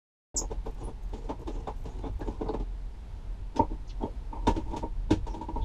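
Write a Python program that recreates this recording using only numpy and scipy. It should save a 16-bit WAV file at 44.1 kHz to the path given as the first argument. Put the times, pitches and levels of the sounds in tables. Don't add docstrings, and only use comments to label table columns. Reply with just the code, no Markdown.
import sys
import numpy as np
from scipy import signal
from scipy.fft import rfft, irfft, next_fast_len
from scipy.io import wavfile
from scipy.ndimage import uniform_filter1d

SR = 44100
rng = np.random.default_rng(int(sys.argv[2]) if len(sys.argv) > 2 else 0)


def transcribe(u):
    v = np.clip(np.atleast_2d(u).T, -1, 1)
    q = np.round(v * 32767).astype(np.int16)
    wavfile.write(sys.argv[1], SR, q)


N = 248724
TIME = np.arange(N) / SR
RING_N = SR * 3 // 10
RING_TIME = np.arange(RING_N) / SR
MOVE_S = 3.0
CONTACT_S, LEAD_S = 0.0069, 0.0056
FULL_DB = -19


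# time in seconds, panel level in dB, frame ring and tip tick in dB re panel.
KNOCK_HITS = [(.415, -37.5, -2, -19), (.512, -36, -6, -16), (.662, -35.5, -6, -18.5), (.821, -44, -11, -18),
              (.88, -46.5, -2, -24), (1.135, -42, -6.5, -11), (1.293, -32, -2, -17),
              (1.398, -46.5, -19, -24), (1.476, -33, -8.5, -13.5), (1.554, -44.5, -11, -12.5),
              (1.674, -35, 2.5, -13.5), (1.856, -40, -9.5, -13), (2.036, -37.5, -3, -23),
              (2.064, -37.5, -5, -19), (2.208, -34, -11, -17.5), (2.276, -30.5, -10, -21),
              (2.413, -29.5, -9, -23.5), (2.459, -39.5, -4, -22), (2.489, -29.5, -3, -25.5),
              (2.539, -30, -7.5, -21), (2.6, -39, -11, -16), (3.562, -32, -7.5, -11),
              (3.594, -20, 1.5, -41), (3.714, -37, -17, -27), (4.015, -39.5, -5, -33),
              (4.034, -27.5, -14, -28.5), (4.328, -46, 10, -24), (4.36, -53, 10.5, -28),
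              (4.472, -20.5, -2.5, -11.5), (4.564, -31.5, -16, -15), (4.734, -35.5, 1, -17.5),
              (4.766, -37.5, -1.5, -6.5), (4.83, -31.5, -1.5, -31), (5.109, -17.5, -14.5, -15)]
def knocks():
    out = np.zeros(N)
    for at_s, db, ring_db, tick_db in KNOCK_HITS:
        add(out, at_s - LEAD_S, knock(at_s, db, ring_db, tick_db))
        grind_db = -42 + 0.21 * (db - FULL_DB)
        add(out, at_s - 0.026, grind(at_s, length_s=0.077, wall_db=grind_db, rasp_db=grind_db - 24))
    return out


def knock(at_s, db, ring_db, tick_db, softening=0.81):
    wall = lowpass(wall_ring(at_s, t60_s=0.14, rise_s=CONTACT_S), 2320, order=4)
    full_thump_db, thump_growth = (-39.5, 0.042) if at_s < MOVE_S else (-24, 1.14)
    thump = undb(full_thump_db + thump_growth * (db - FULL_DB)) * crest(band(wall, 52, 176))
    panel_top_hz = 1400 * undb(softening * ring_db)
    tick_top_hz = 6500 * undb(softening * (tick_db + 13))
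    panel = crest(lowpass(band(wall, 197, 630), panel_top_hz, order=2), size=512)
    frame = undb(ring_db) * crest(band(wall, 583, 2500))
    shaft_db = -2 + 0.35 * (db + ring_db - FULL_DB)
    tip = undb(tick_db) * tip_tick(tick_top_hz, shaft_db)
    return thump + undb(db) * (panel + frame + tip)


# frequency in Hz, level in dB, t60 in seconds.
WALL_RAIL_MODES = [(107, 8, 0.039), (242, -11.5, 0.12), (280, -2, 0.1), (329.5, 2, 0.062), (377, -8, 0.1),
                   (441.8, 1, 0.09), (565, -10.5, 0.084), (646.5, -13, 0.075), (761, -5.5, 0.055),
                   (844.4, -11.5, 0.11), (918, -3, 0.039), (1034, -12, 0.082), (1210, -21.5, 0.089),
                   (1494, -21, 0.054)]
# frequency in Hz, level in dB, t60 in seconds.
WALL_CORNER_MODES = [(85.6, -2.5, 0.18), (104.8, -2, 0.11), (238.2, -4, 0.069), (266.3, -2.5, 0.072),
                     (313.4, -2, 0.13), (411.8, -6, 0.09), (461.4, -11, 0.13), (558.3, -16.5, 0.13),
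                     (603, -11.5, 0.078), (834.4, -10.5, 0.096), (890.4, -3, 0.087), (932.3, -3, .12),
                     (1008, -19, 0.054)]
# frequency in Hz, level in dB.
WALL_SPECTRUM = [(50, 18), (100, 1), (165, 5.5), (300, 1), (500, -2), (700, -9.5), (900, 2), (1080, -11),
                 (1300, -18.5), (1600, -38.5), (2200, -22), (3000, -27), (4500, -66)]
def wall_ring(at_s, t60_s, rise_s):
    modes = WALL_RAIL_MODES if at_s < MOVE_S else WALL_CORNER_MODES
    main = modal(modes, rise_s, detune=0.017)
    dense = crest(noise(WALL_SPECTRUM) * fade(t60_s, rise_s))
    return main + undb(-1) * dense


# frequency in Hz, level in dB.
TICK_SPECTRUM = [(600, 3.5), (1300, -4.5), (2000, -6.5), (2800, -2.5), (3600, -3.5), (4600, -7.5),
                 (6800, -7), (8500, -14.5), (11000, -21), (15000, -34)]
# frequency in Hz, level in dB, t60 in seconds.
STEEL_MODES = [(1425, -3, 0.13), (1556, 3, 0.091), (1720, -5, 0.17), (2470, -5, 0.12), (3570, 11, 0.041),
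               (3715, 5.5, 0.066)]
def tip_tick(top_hz, shaft_db, t60_s=0.15, rise_s=0.87 * CONTACT_S):
    crack = unit(lowpass(noise(TICK_SPECTRUM), top_hz, order=1))
    dull_crack = signal.filtfilt(*signal.butter(2, 7000, fs=SR), crack)
    tail = undb(-28) * dull_crack * fade(t60_s=0.17, rise_s=0.015)
    shaft = undb(shaft_db) * modal(STEEL_MODES, rise_s, detune=0.0056)
    return crest(crest(crack * fade(t60_s, rise_s) + tail) + shaft)


def catches(start_s=5.269, period_s=0.0724):
    out = np.zeros(N)
    for k in range(5):
        at_s = start_s + k * period_s
        add(out, at_s - LEAD_S, knock(at_s, db=-41 + 1.53 * k, ring_db=1, tick_db=-8.5 - 4 * k))
    return out


# start in seconds, length in seconds, wall grind level in dB.
STIFF_TURNS = [(0.326, 0.09, -40), (4.309, .2, -50), (4.52, .12, -43.5), (4.641, 0.16, -44),
               (5.253, 0.23, -46), (5.503, 0.2, -45.5)]
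def stiff_turns():
    out = np.zeros(N)
    for at_s, length_s, db in STIFF_TURNS:
        add(out, at_s, grind(at_s, length_s, wall_db=db, rasp_db=db - 21.5))
    return out


def rail_twists(start_s=0.74, period_s=0.368, whistle_hz=6750):
    out = np.zeros(N)
    for at_s in start_s + period_s * np.arange(5):
        add(out, at_s - 0.084, bracelet())
        add(out, at_s, grind(at_s, length_s=0.21, wall_db=-50, rasp_db=-64.5))
        add(out, at_s + 0.036, squeak(0.051, whistle_hz, whistle_hz, db=-67.5, roughness=0.06))
    return out


def grind(at_s, length_s, wall_db, rasp_db, slips_per_s=300, spread_db=3):
    slips = (rng.random(RING_N) < slips_per_s / SR) * rng.choice([-1, 1], RING_N)
    slips = slips * undb(spread_db * rng.standard_normal(RING_N))
    wall = band(signal.fftconvolve(slips, wall_ring(at_s, t60_s=0.087, rise_s=0.0053)), 167, 2400)
    rasp = signal.fftconvolve(slips, noise(TICK_SPECTRUM) * fade(t60_s=0.055, rise_s=0.00047))
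    count = int(np.clip(length_s * SR, 1024, RING_N))
    stroke = undb(wall_db) * unit(wall[:count]) + undb(rasp_db) * unit(rasp[:count])
    return stroke * signal.windows.tukey(count, 0.6)


# start in seconds, length in seconds, start pitch in Hz,
# end pitch in Hz, level in dB, roughness as a share of pitch.
SQUEAK_GLIDES = [(0.361, 0.0086, 7780, 7320, -28.5, 0.025), (0.365, 0.013, 7320, 4800, -28.5, 0.017),
                 (0.37, 0.025, 7530, 6400, -28.5, 0.021), (0.835, 0.013, 10450, 10320, -53, 0.0064),
                 (2.022, 0.045, 3450, 3520, -59, 0.044), (2.213, 0.013, 1730, 1610, -52, 0.041),
                 (2.484, 0.007, 4600, 3570, -53, 0.087), (3.565, 0.008, 5260, 3200, -48, 0.22),
                 (3.871, 0.017, 6930, 4900, -60, 0.15), (3.889, 0.022, 5010, 2670, -52, 0.26),
                 (4.009, 0.0081, 707, 674, -42, .033), (4.021, 0.017, 3540, 3060, -56.5, 0.078),
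                 (4.041, 0.036, 635, 472, -41, 0.13), (5.29, .039, 5820, 5680, -61, 0.054),
                 (5.612, 0.022, 3330, 3620, -54.5, 0.049)]
def squeaks():
    out = np.zeros(N)
    for at_s, *glide in SQUEAK_GLIDES:
        add(out, at_s, squeak(*glide))
    return out


def squeak(length_s, start_hz, end_hz, db, roughness):
    jitter, reflections = rng.standard_normal((2, RING_N))
    count = max(int(length_s * SR), 64)
    jitter = unit(uniform_filter1d(jitter, size=40))[:count]
    hz = np.geomspace(start_hz, end_hz, count) * (1 + roughness * jitter)
    phase = 2 * np.pi * np.cumsum(hz) / SR
    note = (np.sin(phase) + undb(-30) * np.sin(2 * phase)) * signal.windows.tukey(count, 0.5)
    cabin = reflections * fade(t60_s=0.11, rise_s=0.00077)
    cabin /= np.linalg.norm(cabin)
    cabin[0] += undb(-9)
    return undb(db) * crest(signal.fftconvolve(note, cabin))


# frequency in Hz, level in dB.
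LINK_SPECTRUM = [(3000, -30), (6500, 5), (9500, -9), (13000, 0), (15000, -16)]
def bracelet(length_s=0.09, clicks_per_s=90, db=-71):
    clicks = (rng.random(RING_N) < clicks_per_s / SR) * rng.standard_normal(RING_N)
    clicks *= RING_TIME < length_s
    clicks[0] = 1.0
    link = noise(LINK_SPECTRUM) * fade(t60_s=0.055, rise_s=0.0024)
    return undb(db) * crest(signal.fftconvolve(clicks, link), size=1024)


# frequency in Hz, level in dB.
RUMBLE_SPECTRUM = [(3, -24), (8, -1.5), (19, -15.5), (30, 0), (35, -3), (41, 5.5), (49, -4), (58, -6),
                   (68, -13.5), (82, -12), (105, -14), (140, -27.5), (250, -39), (1500, -110)]
# time in seconds, level in dB.
RUMBLE_SWELL = [(.35, -35), (1.2, -39), (2.15, -34), (2.7, -37.5), (3.4, -38.5), (4.25, -36.5),
                (4.55, -32.5), (5.0, -35), (5.17, -30.5), (5.42, -39.5), (5.6, -30)]
def rumble():
    deep = noise(RUMBLE_SPECTRUM, N)
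    deep /= np.sqrt(uniform_filter1d(deep ** 2, size=20000))
    return deep * undb(np.interp(TIME, *np.transpose(RUMBLE_SWELL)))


def hum(centre_hz=39.9, db=-45):
    hz = centre_hz * (1 + 0.04245 * drift(rate_hz=1.6))
    return undb(db) * unit(np.sin(2 * np.pi * np.cumsum(hz) / SR))


# frequency in Hz, level in dB.
AIR_SPECTRUM = [(140, -5), (190, -6.5), (320, -11), (420, -12.5), (520, -17.5), (770, -16.5), (900, -13),
                (1100, -23), (2000, -27.5), (4000, -31.5), (7000, -39.5), (10000, -43.5), (12300, -48),
                (14500, -81)]
def cabin_air(db=-54.5, flicker_db=0.5):
    air = unit(band(noise(AIR_SPECTRUM, N), 87, 14000))
    return air * undb(db - flicker_db * drift(rate_hz=7.7))


def modal(modes, rise_s, detune, scatter_db=2):
    out = np.zeros(RING_N)
    for hz, db, t60_s in modes:
        level_draw, pitch_draw, phase_draw = rng.standard_normal(3)
        cycles = hz * (1 + detune * pitch_draw) * RING_TIME + phase_draw
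        out += undb(db + scatter_db * level_draw) * fade(t60_s, rise_s) * np.sin(2 * np.pi * cycles)
    return crest(out)


def fade(t60_s, rise_s):
    return (1 - np.exp(-(RING_TIME / rise_s) ** 2)) * np.exp(-np.log(1000) * RING_TIME / t60_s)


def noise(spectrum, size=RING_N):
    hz, db = np.transpose(spectrum)
    fft_size = next_fast_len(size)
    bin_hz = np.maximum(np.fft.rfftfreq(fft_size, 1 / SR), 1)
    gain = undb(np.interp(np.log(bin_hz), np.log(hz), db))
    return unit(irfft(rfft(rng.standard_normal(size), fft_size) * gain, fft_size)[:size])


def drift(rate_hz):
    hold = int(SR / rate_hz)
    steps = rng.standard_normal(512)[np.arange(N) // hold % 512]
    return 1.284 * uniform_filter1d(uniform_filter1d(steps, hold), hold)


def band(x, lo_hz, hi_hz):
    return signal.sosfilt(signal.butter(3, [lo_hz, hi_hz], "bandpass", fs=SR, output="sos"), x)


def lowpass(x, top_hz, order):
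    return signal.sosfilt(signal.butter(order, min(top_hz, SR * 4 / 9), fs=SR, output="sos"), x)


def undb(db):
    return 10 ** (np.asarray(db) / 20)


def unit(x):
    return x / np.sqrt(np.mean(x ** 2) + 1e-30)


def crest(x, size=256):
    return x / np.sqrt(uniform_filter1d(x ** 2, size).max())


def add(out, at_s, sound):
    start = max(int(at_s * SR), 0)
    part = sound[:max(N - start, 0)]
    out[start:start + len(part)] += part


def scene():
    background = cabin_air() + rumble() + hum()
    return (background + knocks() + rail_twists() + stiff_turns() + catches() + squeaks())[None]


def record(dry, start_s=0.343, top_hz=14900):
    gate = np.clip((TIME - start_s) * SR / 128, 0, 1)
    return signal.sosfilt(signal.ellip(8, 0.2, 70, top_hz, fs=SR, output="sos"), dry * gate)


dry = scene()
out = record(dry)
transcribe(out)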